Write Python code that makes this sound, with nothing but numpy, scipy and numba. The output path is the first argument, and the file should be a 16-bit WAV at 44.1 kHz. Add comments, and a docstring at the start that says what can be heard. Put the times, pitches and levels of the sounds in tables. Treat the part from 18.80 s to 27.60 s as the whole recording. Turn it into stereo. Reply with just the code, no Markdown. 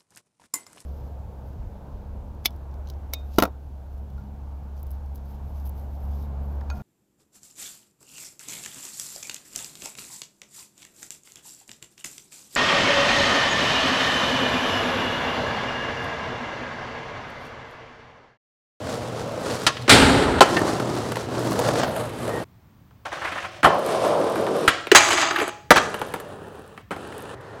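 """Three outdoor spots for street skating, joined by hard cuts, are heard close by in stereo over their own air.
A board rolls up on asphalt, pops onto a sheet-metal box, slides, lands and rolls by; another is dragged, dropped
under a porch, popped onto a steel handrail, ground along it and landed on concrete slabs; last comes far rolling.
Rolling and rubbing are coloured grit noise, blows are noise bursts ringing resonant bodies, squeaks are trembling
tones, and each spot's walls echo by convolution with decaying noise."""
import sys
import numpy as np
from scipy import signal
from scipy.fft import rfft, irfft, next_fast_len
from scipy.io import wavfile
from numba import njit

SR = 44100
rng = np.random.default_rng(int(sys.argv[2]) if len(sys.argv) > 2 else 0)


def wav_record(signal):
    """Record a signal, one row per channel, as 16-bit PCM in the file named by sys.argv[1]."""
    frames = np.transpose(np.atleast_2d(signal))
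    bounded = np.clip(frames, -1, 1)
    # unit amplitude maps onto the largest positive 16-bit level
    quanta = np.round(bounded * 32767).astype(np.int16)
    wavfile.write(sys.argv[1], SR, quanta)


def boost_factor(decibels):
    """Convert a level in decibels to a linear amplitude factor."""
    exponent = np.asarray(decibels, float) / 20
    return 10 ** exponent


N = 388080
T = np.arange(N) / SR

# The three spots. Each row: start in seconds, end in seconds, echo t60 in seconds, echo level in dB, hum level in dB.
SPOTS = [(0, 3.642, 0.83, -18.5, -38.5), (3.642, 8.55, 0.55, -12.5, -75.5), (8.55, 8.8, 0.95, 1.5, -51)]
# Spectrum of the outdoor air, one list per spot. Each row: frequency in Hz, relative density in dB per Hz.
AIR_SPECTRA = [
    [(15, -37), (25, -22), (111, 3.5), (153, -6.5), (263, -2.5), (354, -16.5), (463, -2.5), (1560, -20),
     (2840, -19.5), (16000, -45.5)],
    [(15, -50.5), (25, -20.5), (97, 2), (212, -9.5), (242, -12.5), (451, -23.5), (1130, -24), (1230, -27.5),
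     (11000, -47.5), (16000, -35)],
    [(15, -55.5), (25, -37), (99, -1), (229, -20), (394, -9), (863, -14), (1480, -17), (1840, -17),
     (2280, -30), (16000, -57)],
]
# Level of the air at each spot. Each entry: level in dB.
AIR_LEVELS = [-36, -50.5, -41]
# Wheels on the ground, one list per spell. Each row: time in seconds, deck rumble in dB, deck resonance in Hz.
ROLLING = [
    [(0.0, -34, 470), (0.14, -32, 470), (0.54, -31.5, 470), (0.7, -27.5, 480), (0.87, -36.5, 440)],
    [(1.63, -34, 477), (1.71, -24, 410), (1.82, -19.5, 424), (1.93, -26.5, 430), (2.2, -26.5, 420),
     (2.42, -33, 430), (2.52, -27.5, 370), (2.73, -24.5, 360), (2.8, -24, 530), (2.99, -25, 570),
     (3.19, -29.5, 563), (3.37, -37.5, 490), (3.56, -26, 415), (3.64, -28.5, 501)],
    [(4.86, -15.5, 694), (5.0, -27.5, 613), (5.12, -24.5, 636), (5.27, -23, 577), (5.39, -21, 480),
     (5.47, -24.5, 510), (5.56, -24.5, 497), (5.8, -24.5, 440), (5.88, -24.5, 444)],
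    [(6.99, -31.5, 520), (7.08, -35, 463), (7.28, -38, 520), (7.58, -40, 470), (7.78, -42, 460),
     (7.9, -48, 440), (8.02, -51, 440)],
    [(8.12, -45.5, 427), (8.24, -38.5, 390), (8.42, -40, 392), (8.55, -38, 400)],
    [(8.6, -53.5, 495), (8.8, -43, 500)],
]
# Spectrum of wheels on asphalt. Each row: frequency in Hz, relative density in dB per Hz.
ASPHALT = [(24, -46.5), (40, -15), (118, 1), (262, 2), (337, 0.5), (382, -3.5), (615, -0.5), (733, -2),
           (1300, -8.5), (2440, -25), (4340, -21.5), (8990, -28), (16000, -42.5)]
# Spectrum of wheels on concrete. Each row: frequency in Hz, relative density in dB per Hz.
CONCRETE = [(24, -65.5), (40, -42), (124, -9), (262, -11.5), (382, -9), (570, -9), (852, -13.5),
            (1040, -10.5), (1950, -24), (5440, -23), (7360, -31.5), (8770, -31), (16000, -52.5)]
# Spectrum of wheels on slabs, heard from further off. Each row: frequency in Hz, relative density in dB per Hz.
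SLABS = [(24, -51), (40, -24), (81, -5), (345, -4), (422, -1), (751, -7.5), (831, -5.5), (1340, -13),
         (1810, -18), (2100, -32), (2700, -23.5), (9690, -37), (16000, -71)]
# Loose grit under the wheels, which brightens the roll. Each row: time in seconds, gain of the hiss in dB.
LOOSE_GRIT = [(0, -3), (.55, -1.5), (.75, 3), (1.7, -0.5), (2.0, -4), (2.7, -4.5), (3.0, 0.5), (3.25, -3),
              (3.4, -7.5), (3.64, -3), (4.9, -9), (5.12, 7), (5.3, -1.5), (5.75, 0.5), (5.88, 4.5),
              (7.0, -7), (7.2, 3.5), (7.6, -3), (8.5, 3.5), (8.8, -4.5)]
# Share of a rubbing sound that counts as rumble. Each row: frequency in Hz, gain in dB.
CROSSOVER = [(20, 0), (1000, 0), (1600, -6), (3000, -26), (22050, -70)]
# Where the board is heard from. Each row: time in seconds, left minus right in dB.
BEARING = [(0, .5), (2.4, 1), (3.0, -1), (3.64, -8.5), (4.2, -6), (5.85, -6.5), (6.15, -1), (6.7, 3),
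           (7.0, 1.5), (7.3, 5.5), (8.8, 5)]
# Pops and landings. Each row: start in seconds, level in dB, nominal crack in Hz,
# then edge and thud in dB relative to that level.
BLOWS = [(0.866, -0.5, 3500, -9, -27.5), (0.874, -9.5, 1278, -15.5, -23.5), (1.079, -10.5, 1810, -13.5, -2),
         (1.094, 0.5, 1870, -1.5, -14), (1.607, 10.5, 634, -14.5, -21), (1.644, -13, 848, -28.5, -11.5),
         (4.831, -5, 1379, -20, -17.5), (4.844, 1.5, 940, -18, -24.5), (5.878, 3, 2155, -12, -27.5),
         (6.906, 12, 1063, -7.5, -10.5), (6.96, -1.5, 1250, -7.5, -29), (6.968, -3.5, 1300, -6.5, -25),
         (6.977, -3.5, 1154, -7.5, -30), (8.108, -19.5, 1520, -15, -3), (8.115, -18, 675, -18.5, -11)]
# Resonances of the wooden deck. Each row: frequency in Hz, gain in dB, t60 in seconds.
DECK_MODES = [(365.6, -12, 0.18), (490, -3, 0.18), (810, -13.5, 0.068), (1090, 9, 0.13), (1370, 4, 0.037),
              (1423, 7, 0.012), (1670, 11.5, 0.0064), (1870, 3, 0.0092), (2490, 6.5, 0.0042),
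              (3026, 4, 0.015), (3990, -2.5, 0.0046)]
# Short fading scrapes: the popped tail scraping off the ground, then a foot sliding on the grip tape. Each row:
# start in seconds, length in seconds, # rumble level in dB, rumble fade in dB per second.
FLICKS = [(0.882, 0.032, -28, 299), (5.896, 0.35, -33.5, 85.5)]
# Spectrum of a rub, shared by the tail on the ground and a foot on the grip tape. Each row: frequency in Hz,
# relative density in dB per Hz.
RUB_SPECTRUM = [(59, -37.5), (100, -11), (249, -26.5), (335, 0), (406, -21.5), (524, -2.5), (736, -2),
                (891, -11.5), (1610, -11), (6020, -19), (16000, -55.5)]
# Slab joints, pebbles and shoe taps. Each row: start in seconds, level in dB, nominal crack in Hz, relative edge in dB.
TICKS = [(0.969, -21.5, 2740, -23), (1.015, -36.5, 5500, -3.5), (1.022, -33, 6000, -3.5),
         (1.768, -8, 1820, -17.5), (1.999, -13.5, 626, -14.5), (2.319, -19, 910, -5.5),
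         (2.357, -18, 1500, -8), (2.369, -14.5, 600, -15), (2.551, -22, 694, -18),
         (2.722, -24.5, 674.8, -21), (2.756, -22.5, 621, -14.5), (2.791, -13, 646, -8),
         (2.864, -16.5, 666, -18.5), (2.889, -11, 650, -16.5), (2.956, -13, 580, -21.5),
         (3.034, -9.5, 630, -9.5), (3.045, -18, 900, -6), (3.08, -19, 626, -18), (3.163, -16, 620, -6.5),
         (3.293, -29, 1500, -4.5), (3.499, -26, 810, -22), (4.109, -44.5, 1140, -24),
         (4.949, -31, 600, -24.5), (5.249, -15, 605, -27), (5.348, -20.5, 1020, -30),
         (5.394, -20.5, 590, -27), (5.415, -24, 620, -31), (5.558, -16, 1030, -25),
         (5.667, -12.5, 680, -26.5), (6.07, -13, 2330, -22), (7.008, -21, 1300, -18.5),
         (7.059, -20.5, 964, -23.5), (7.143, -11, 1320, -14.5), (7.216, -10.5, 960, -19),
         (7.339, -13, 1090, -9.5), (7.361, -20.5, 626, -20), (7.4, -24, 1100, -6),
         (7.977, -25.5, 1430, -18), (8.164, -22, 600, -20), (8.324, -26.5, 1310, -16)]
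# The deck slamming and sliding on the hollow box. Each row: time in seconds, rumble level in dB.
SLIDE = [(1.095, -8), (1.161, -12.5), (1.485, -21), (1.575, -23), (1.6, -18)]
# Spectrum of the deck rubbing the box. Each row: frequency in Hz, relative density in dB per Hz.
BOX_RUB = [(15, -50.5), (25, -23), (80, 0.5), (190, -7), (277, -1.5), (405, -2), (734, -7), (863, -5),
           (1100, -12.5), (1330, -7), (2690, -11), (4030, -11), (6210, -23), (8360, -17.5), (16000, -43.5)]
# Resonances of the sheet-metal box. Each row: frequency in Hz, gain in dB, t60 in seconds.
BOX_MODES = [(83.6, -5, 0.16), (129, -14, 0.093), (281, 15, 0.25), (420.6, 3.5, 0.49), (860, -9.5, 0.11),
             (4120, -9.5, 0.0096), (8760, -10, .005)]
# Short squeaks of a wheel. Each row: middle in seconds, length in seconds, mean pitch in Hz, level in dB.
SQUEAKS = [(1.78, 0.03, 1800, -21), (3.556, 0.097, 1860, -36.5)]
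# The tail dragged over concrete, then lifted. Each row: time in seconds, rumble level in dB.
TOW = [(4.25, -39.5), (4.305, -50.5), (4.33, -39.5), (4.4, -40), (4.64, -40), (4.7, -48.5), (4.815, -42.5)]
# The dragged tail catching on concrete. Each row: start in seconds, level in dB, nominal crack in Hz.
SCUFFS = [(4.252, -21, 1060), (4.316, -18, 1050), (4.364, -22, 1090), (4.414, -18, 1090),
          (4.444, -14, 1650), (4.469, -16.5, 1580), (4.514, -16, 1924), (4.553, -17.5, 1190),
          (4.573, -17, 1870), (4.62, -20, 1550), (4.64, -18.5, 1540)]
# The board leaves the porch and the echo thins. Each row: time in seconds, gain of the sound sent to the walls in dB.
OPEN_AIR = [(5.8, 0), (6.1, -1.5), (6.9, -2.5)]
# The board striking and bumping along the rail. Each row: start in seconds, level in dB, nominal crack in Hz,
# then edge and clank in dB relative to that level.
BUMPS = [(6.116, 8, 1940, -9.5, -9), (6.149, 9.5, 1200, 0, -19.5), (6.289, -10.5, 1110, -9.5, -18),
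         (6.305, -5.5, 1480, -15.5, -22), (6.319, -6, 2320, -18, -13), (6.329, -6.5, 1500, -13, -12),
         (6.429, -8.5, 1260, -11, -21), (6.508, -8, 1830, -17, -19.5), (6.56, -6, 1850, -16, -28),
         (6.586, -8, 1870, -11, -15.5), (6.6, -10, 1500, -10.5, -12), (6.614, -11.5, 1700, -14.5, -3.5),
         (6.678, -15.5, 1260, -3.5, -7)]
# The board grinding the handrail. Each row: time in seconds, rumble level in dB.
GRIND = [(6.153, -6.5), (6.2, -27), (6.34, -27), (6.45, -28), (6.55, -33.5), (6.62, -26), (6.66, -39),
         (6.7, -31)]
# Spectrum of the board rubbing the rail. Each row: frequency in Hz, relative density in dB per Hz.
RAIL_RUB = [(35, -39.5), (60, -17), (118, -4.5), (180, -38.5), (308, 4), (354, 5), (515, -8), (651, 9),
            (822, 5.5), (1110, 6.5), (2350, -1.5), (5860, -12.5), (6580, -7), (14900, -36.5), (16000, -50)]
# Resonances of the steel handrail. 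Each row: frequency in Hz, gain in dB, t60 in seconds.
RAIL_MODES = [(361.4, -1, .12), (685, -4.5, 0.64), (835, -1.5, .8), (1140, -21, .3), (1254, -2.5, 0.65),
              (1310, -2.5, .3), (1960, -7.5, 0.28), (2380, -6, 0.25), (2940, -21, .25), (3290, -15, .25),
              (3980, -12.5, 0.11), (4130, -13, .15), (4880, -5.5, .12), (6400, -5, 0.044),
              (6670, -7, 0.074), (7200, -3, .04), (7940, -6, .05)]


def unit(x):
    """Normalisation: a signal divided by its root mean square has rms 1."""
    return x / np.sqrt(np.mean(x ** 2) + 1e-18)


def follow(t, curve):
    """Linear interpolation between (time, value) points."""
    return np.interp(t, *np.transpose(curve))


def colour(x, points):
    """Linear filtering: each frequency is weighted by a curve of (Hz, dB) points."""
    hz, db = np.transpose(points)
    size = next_fast_len(x.shape[-1])
    f = np.fft.rfftfreq(size, 1 / SR) + 1
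    gain = boost_factor(np.interp(np.log(f), np.log(hz), db, right=-120))
    return irfft(rfft(x, size) * gain, size)[..., :x.shape[-1]]


def band(x, lo_hz, hi_hz):
    """Causal band-pass: energy outside the two cutoffs is attenuated."""
    sos = signal.butter(2, [lo_hz, min(hi_hz, 20000)], "bandpass", fs=SR, output="sos")
    return signal.sosfilt(sos, x)


def ring(x, modes):
    """Modal superposition: a struck body sums decaying resonances, of equal power gain before their dB."""
    out = 0
    for hz, db, t60 in modes:
        radius = np.exp(-np.log(1000) / (t60 * SR))
        angle = 2 * np.pi * hz / SR
        mode = signal.lfilter([1], [1, -2 * radius * np.cos(angle), radius * radius], x)
        out = out + boost_factor(db) * np.sqrt(1 - radius) * np.sin(angle) * mode
    return out


@njit
def moving_resonance(x, hz, q):
    """Second-order resonance: a state-variable band-pass whose centre may move."""
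    y, band_state, low_state = np.empty(len(x)), 0., 0.
    for i in range(len(x)):
        g = np.tan(np.pi * hz[i] / SR)
        v = (band_state + g * (x[i] - low_state)) / (1 + g * (g + 1 / q))
        band_state, low_state, y[i] = 2 * v - band_state, low_state + 2 * g * v, v / q
    return y


def wander(count, per_s):
    """Slow random process: straight lines between random knots, with a spread near 1."""
    knots = rng.standard_normal(int(count / SR * 40) + 2)
    position = np.arange(count) / SR * min(per_s, 40)
    return np.interp(position, np.arange(len(knots)), knots) * 1.22  # restores what interpolation averages away


def place(x, pan_db):
    """Interaural-style cues: of two close capsules the far one is quieter and up to four samples late."""
    lag = np.round(np.clip(-1.5 * pan_db, -4.3, 4.3)) * np.ones(len(x))
    i = np.arange(len(x))
    sides = []
    for side in (1, -1):
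        source = np.maximum(i - np.maximum(side * lag, 0), 0).astype(int)
        sides.append(boost_factor(side * pan_db / 2) * x[source])
    return np.array(sides)


def grit(count, rate, spread_db, smooth, smear_s):
    """Asperity contact: randomly timed, very unequal bumps, each a short burst, over smooth rubbing noise."""
    size = boost_factor(spread_db * np.minimum(rng.exponential(size=count), 2.5))
    bumps = (rng.random(count) < rate / SR) * size
    k = np.exp(-1 / (smear_s * SR))
    return rng.standard_normal(count) * (smooth + unit(signal.lfilter([1], [1, -k], bumps)))


def friction(table, points, rough, hiss_db, steep, patchy_db, modes=None, ring_db=0., deck_db=None, q=4.4):
    """Frictional excitation: grit shakes a body, and uneven ground makes its rumble and hiss waver.

    rough: bumps per s, bump spread in dB, smooth share, burst decay in s. The hiss sits hiss_db from the
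    rumble at the loudest moment and falls steep times as fast.
    """
    s, db, *deck_hz = np.transpose(table)
    a, b = int(s[0] * SR), min(int((s[-1] + .5) * SR), N)
    t = T[a:b]
    contact = grit(b - a, *rough)
    x = unit(colour(contact, points))
    if deck_db is not None:
        flex = 1 + 0.13 * wander(b - a, 14.)
        deck = moving_resonance(x, np.interp(t, s, deck_hz[0]) * flex, q)
        x = x + boost_factor(deck_db) * unit(deck)
        hiss_db = hiss_db + follow(t, LOOSE_GRIT)
    low = colour(x, CROSSOVER)
    gate = np.clip(np.minimum(t - s[0], s[-1] - t) / 0.0052, 0, 1)
    level_db, patch = np.interp(t, s, db), wander(b - a, 15.38)
    rumble = gate * boost_factor(level_db + 0.28 * patchy_db * patch)
    hiss = gate * boost_factor(db.max() + hiss_db + steep * (level_db - db.max()) + patchy_db * patch)
    bright = unit(x - low)
    if deck_db is not None:
        # now and then a grain cracks under a wheel
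        cracks = grit(b - a, 30., 4.3, 0., .0015)
        bright = bright + boost_factor(-10.5) * band(unit(cracks), 3200, 14000)
    x = unit(low) * rumble + bright * hiss
    if modes:
        # the metal rings on after the contact ends
        slow = colour(contact, CROSSOVER)
        drive = slow * rumble + (contact - slow) * hiss
        x = x + boost_factor(ring_db) * np.std(x) * unit(ring(drive, modes))
    out = np.zeros((2, N))
    out[:, a:b] = place(x, follow(t, BEARING))
    return out


def hits(table, modes, ring_db, rise_s, press, snap_db, t60, halving_db, thud_db=0., edge_db=0.,
         thud_hz=(170, 560), top_hz=8500):
    """Impact excitation: a rattling burst gives a crack, the body's ring, a low thud and a bright edge.

    The more it presses, the longer it holds. Harder contacts are brighter and shorter: t60 (s) holds for an
    edge of -12 dB and halves every halving_db above. 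edge_db and thud_db serve rows without those columns.
    """
    out, t = np.zeros((2, N)), T[:SR * 2 // 5]
    for row in table:
        missing = (edge_db, thud_db)[len(row) - 3:]
        s, db, hz, edge, thud = (*row, *missing)
        noise = rng.standard_normal((4, len(t)))
        length = t60 * .5 ** ((edge + 12) / halving_db)
        fall = boost_factor(-60 * (t / max(length, .01)) ** press) * np.clip(t / rise_s, 0, 1)
        burst = noise * fall
        parts = [
            (band(burst[0], hz / 1.76, hz * 1.48), -3.5),  # crack
            (ring(burst[1], modes), ring_db),
            (band(burst[2], *thud_hz), thud),
            (band(burst[3], 2500, top_hz), edge),
            (band(1. * (t == 0), hz / 1.5, 4300), snap_db),  # the very first contact is one hard snap
        ]
        x = sum(boost_factor(db + part_db) * part / np.abs(part).max() for part, part_db in parts)
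        a = int(s * SR)
        out[:, a:a + len(t)] += place(x, follow(s, BEARING))[:, :N - a]
    return out


def air(points, db, hum_db):
    """Diffuse field: distant traffic, alike left and right in the bass, with the mains drone of a building's fan."""
    mid, side = colour(rng.standard_normal((2, N)), points)
    wide = mid + band(0.64 * side, 60, 17000) * np.array([[1], [-1]])
    drone = moving_resonance(rng.standard_normal(N), 120 + 0 * T, 27.0)
    return boost_factor(db) * unit(wide) + boost_factor(hum_db) * unit(drone)


def rolling():
    """Roughness excitation: uneven ground under the wheels shakes the deck, whose resonance moves."""
    out = np.zeros((2, N))
    for table in ROLLING[:2]:
        out += friction(table, ASPHALT, (160.0, 5.8, 2.7, 0.0026), -12.5, 0.43, 2.5, deck_db=-4.5, q=5.1)
    out += friction(ROLLING[2], CONCRETE, (53.0, 2.3, 5.8, 0.0048), -20.0, 0.45, 1.8, deck_db=5.0, q=2.1)
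    for table in ROLLING[3:]:
        out += friction(table, SLABS, (110.0, 2.8, 3.6, 0.0014), -11.0, 0.62, 2.0, deck_db=-11.0)
    return out


def pops_and_landings():
    """Hard impact: a blow sets off the short modes of the wooden deck."""
    return hits(BLOWS, DECK_MODES, -5.0, 0.00077, 1.43, -4.5, 0.059, 9.1)


def short_scrapes():
    """Decaying friction: the popped tail scrapes off the ground, and later a foot slides on the grip tape; each
    dies away."""
    out = np.zeros((2, N))
    for s, length, db, fade in FLICKS:
        table = [(s, db), (s + length, db - fade * length)]
        out += friction(table, RUB_SPECTRUM, (200., 2.5, 2.5, .007), .6, 1.5, 1.1)
    return out


def ticks():
    """Light impact: slab joints, pebbles and shoes tap the deck into brief ringing."""
    return hits(TICKS, DECK_MODES, -8.5, .0005, 0.69, -2.0, 0.061, 60., thud_db=-11.0, top_hz=13000)


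def box_slide():
    """Coupled resonance: the sliding deck rubs the hollow box and drives its sheet-metal modes."""
    return friction(SLIDE, BOX_RUB, (430.0, 3.5, 2.2, 0.0076), 3.8, 2.41, 0.88, BOX_MODES, -10.5)


def squeaks():
    """Frequency and amplitude modulation: a wheel's brief husky whistle trembles a little in pitch."""
    out = 0
    for s, length, hz, db in SQUEAKS:
        tremble = unit(band(rng.standard_normal(N), 7.3, 80))
        husk = unit(band(rng.standard_normal(N), 7.3, 150))
        phase = 2 * np.pi * np.cumsum(hz * (1 + 0.012 * tremble)) / SR
        tone = (1 + 0.52 * husk) * np.sin(phase)
        out = out + boost_factor(db) * tone * np.exp(-((T - s) / (length / 2)) ** 4)
    return out


def tail_drag():
    """Sliding friction: the tail rubs over concrete until it is lifted."""
    return friction(TOW, RUB_SPECTRUM, (85.0, 2.3, 1.8, 0.0062), 4.3, 1.64, 3.5)


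def scuffs():
    """Soft impact: the dragged tail catches on the concrete with a slow onset and little edge."""
    return hits(SCUFFS, DECK_MODES, -8.5, 0.0085, 1.4, -25.0, 0.066, 30., thud_db=-28.0, edge_db=-23.5)


def rail_bumps():
    """Impact on metal: the board strikes the rail, exciting its modes and a clank at 310 to 430 Hz."""
    return hits(BUMPS, RAIL_MODES, -20.0, .001, 0.73, -10.0, 0.053, 12., thud_hz=(310, 430), top_hz=10000)


def rail_grind():
    """Coupled resonance: the grinding board rubs the handrail and drives its steel modes."""
    return friction(GRIND, RAIL_RUB, (240.0, 1.4, 1.4, 0.0025), 7.04, 1.217, 3.0, RAIL_MODES, -7.5)


def board():
    """Superposition: every contact of the board with ground, box and rail adds linearly."""
    contacts = rolling() + pops_and_landings() + short_scrapes() + ticks() + box_slide() + squeaks()
    return contacts + tail_drag() + scuffs() + rail_bumps() + rail_grind()


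def spread_source(near):
    """Extended source: nose, tail and wheels sound from slightly different sides, moment to moment."""
    sway = unit(band(rng.standard_normal(N), 13, 230))
    spread = band(near.mean(axis=0), 600, 9000) * sway
    return near + boost_factor(-8.5) * spread * np.array([[1], [-1]])


def wall_echo(sound, t60):
    """Diffuse reverberation: convolution with decaying noise of unit energy stands for the walls."""
    t = T[:SR // 2]
    walls = band(rng.standard_normal((2, len(t))), 90, 7000) * boost_factor(-60 * t / t60) * (t > .004)
    walls /= np.sqrt((walls ** 2).sum(axis=1, keepdims=True))
    return signal.fftconvolve(sound, walls, axes=1)[:, :N]


def scene():
    """Direct and reverberant sound: the board and its spot's echo add to that spot's air."""
    out = np.zeros((2, N))
    near = spread_source(board())
    for (start, end, t60, echo_db, hum_db), points, db in zip(SPOTS, AIR_SPECTRA, AIR_LEVELS):
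        here = (T >= start) & (T < end)
        echo = wall_echo(here * near * boost_factor(follow(T, OPEN_AIR)), t60)
        out += here * (near + boost_factor(echo_db) * echo + air(points, db, hum_db))
    return out


def low_pass(x):
    """Removes everything above the highest recorded frequency."""
    return signal.sosfilt(signal.butter(12, 16300, fs=SR, output="sos"), x)


def record(dry):
    """Saturation and high-pass: the input overloads on the hardest blows and passes little deep bass."""
    overloaded = np.clip(dry, -1, 1)
    bass_cut = signal.butter(2, 40, "highpass", fs=SR, output="sos")
    mix = signal.sosfilt(bass_cut, overloaded)
    return low_pass(mix)


dry = scene()
out = record(dry)
wav_record(out)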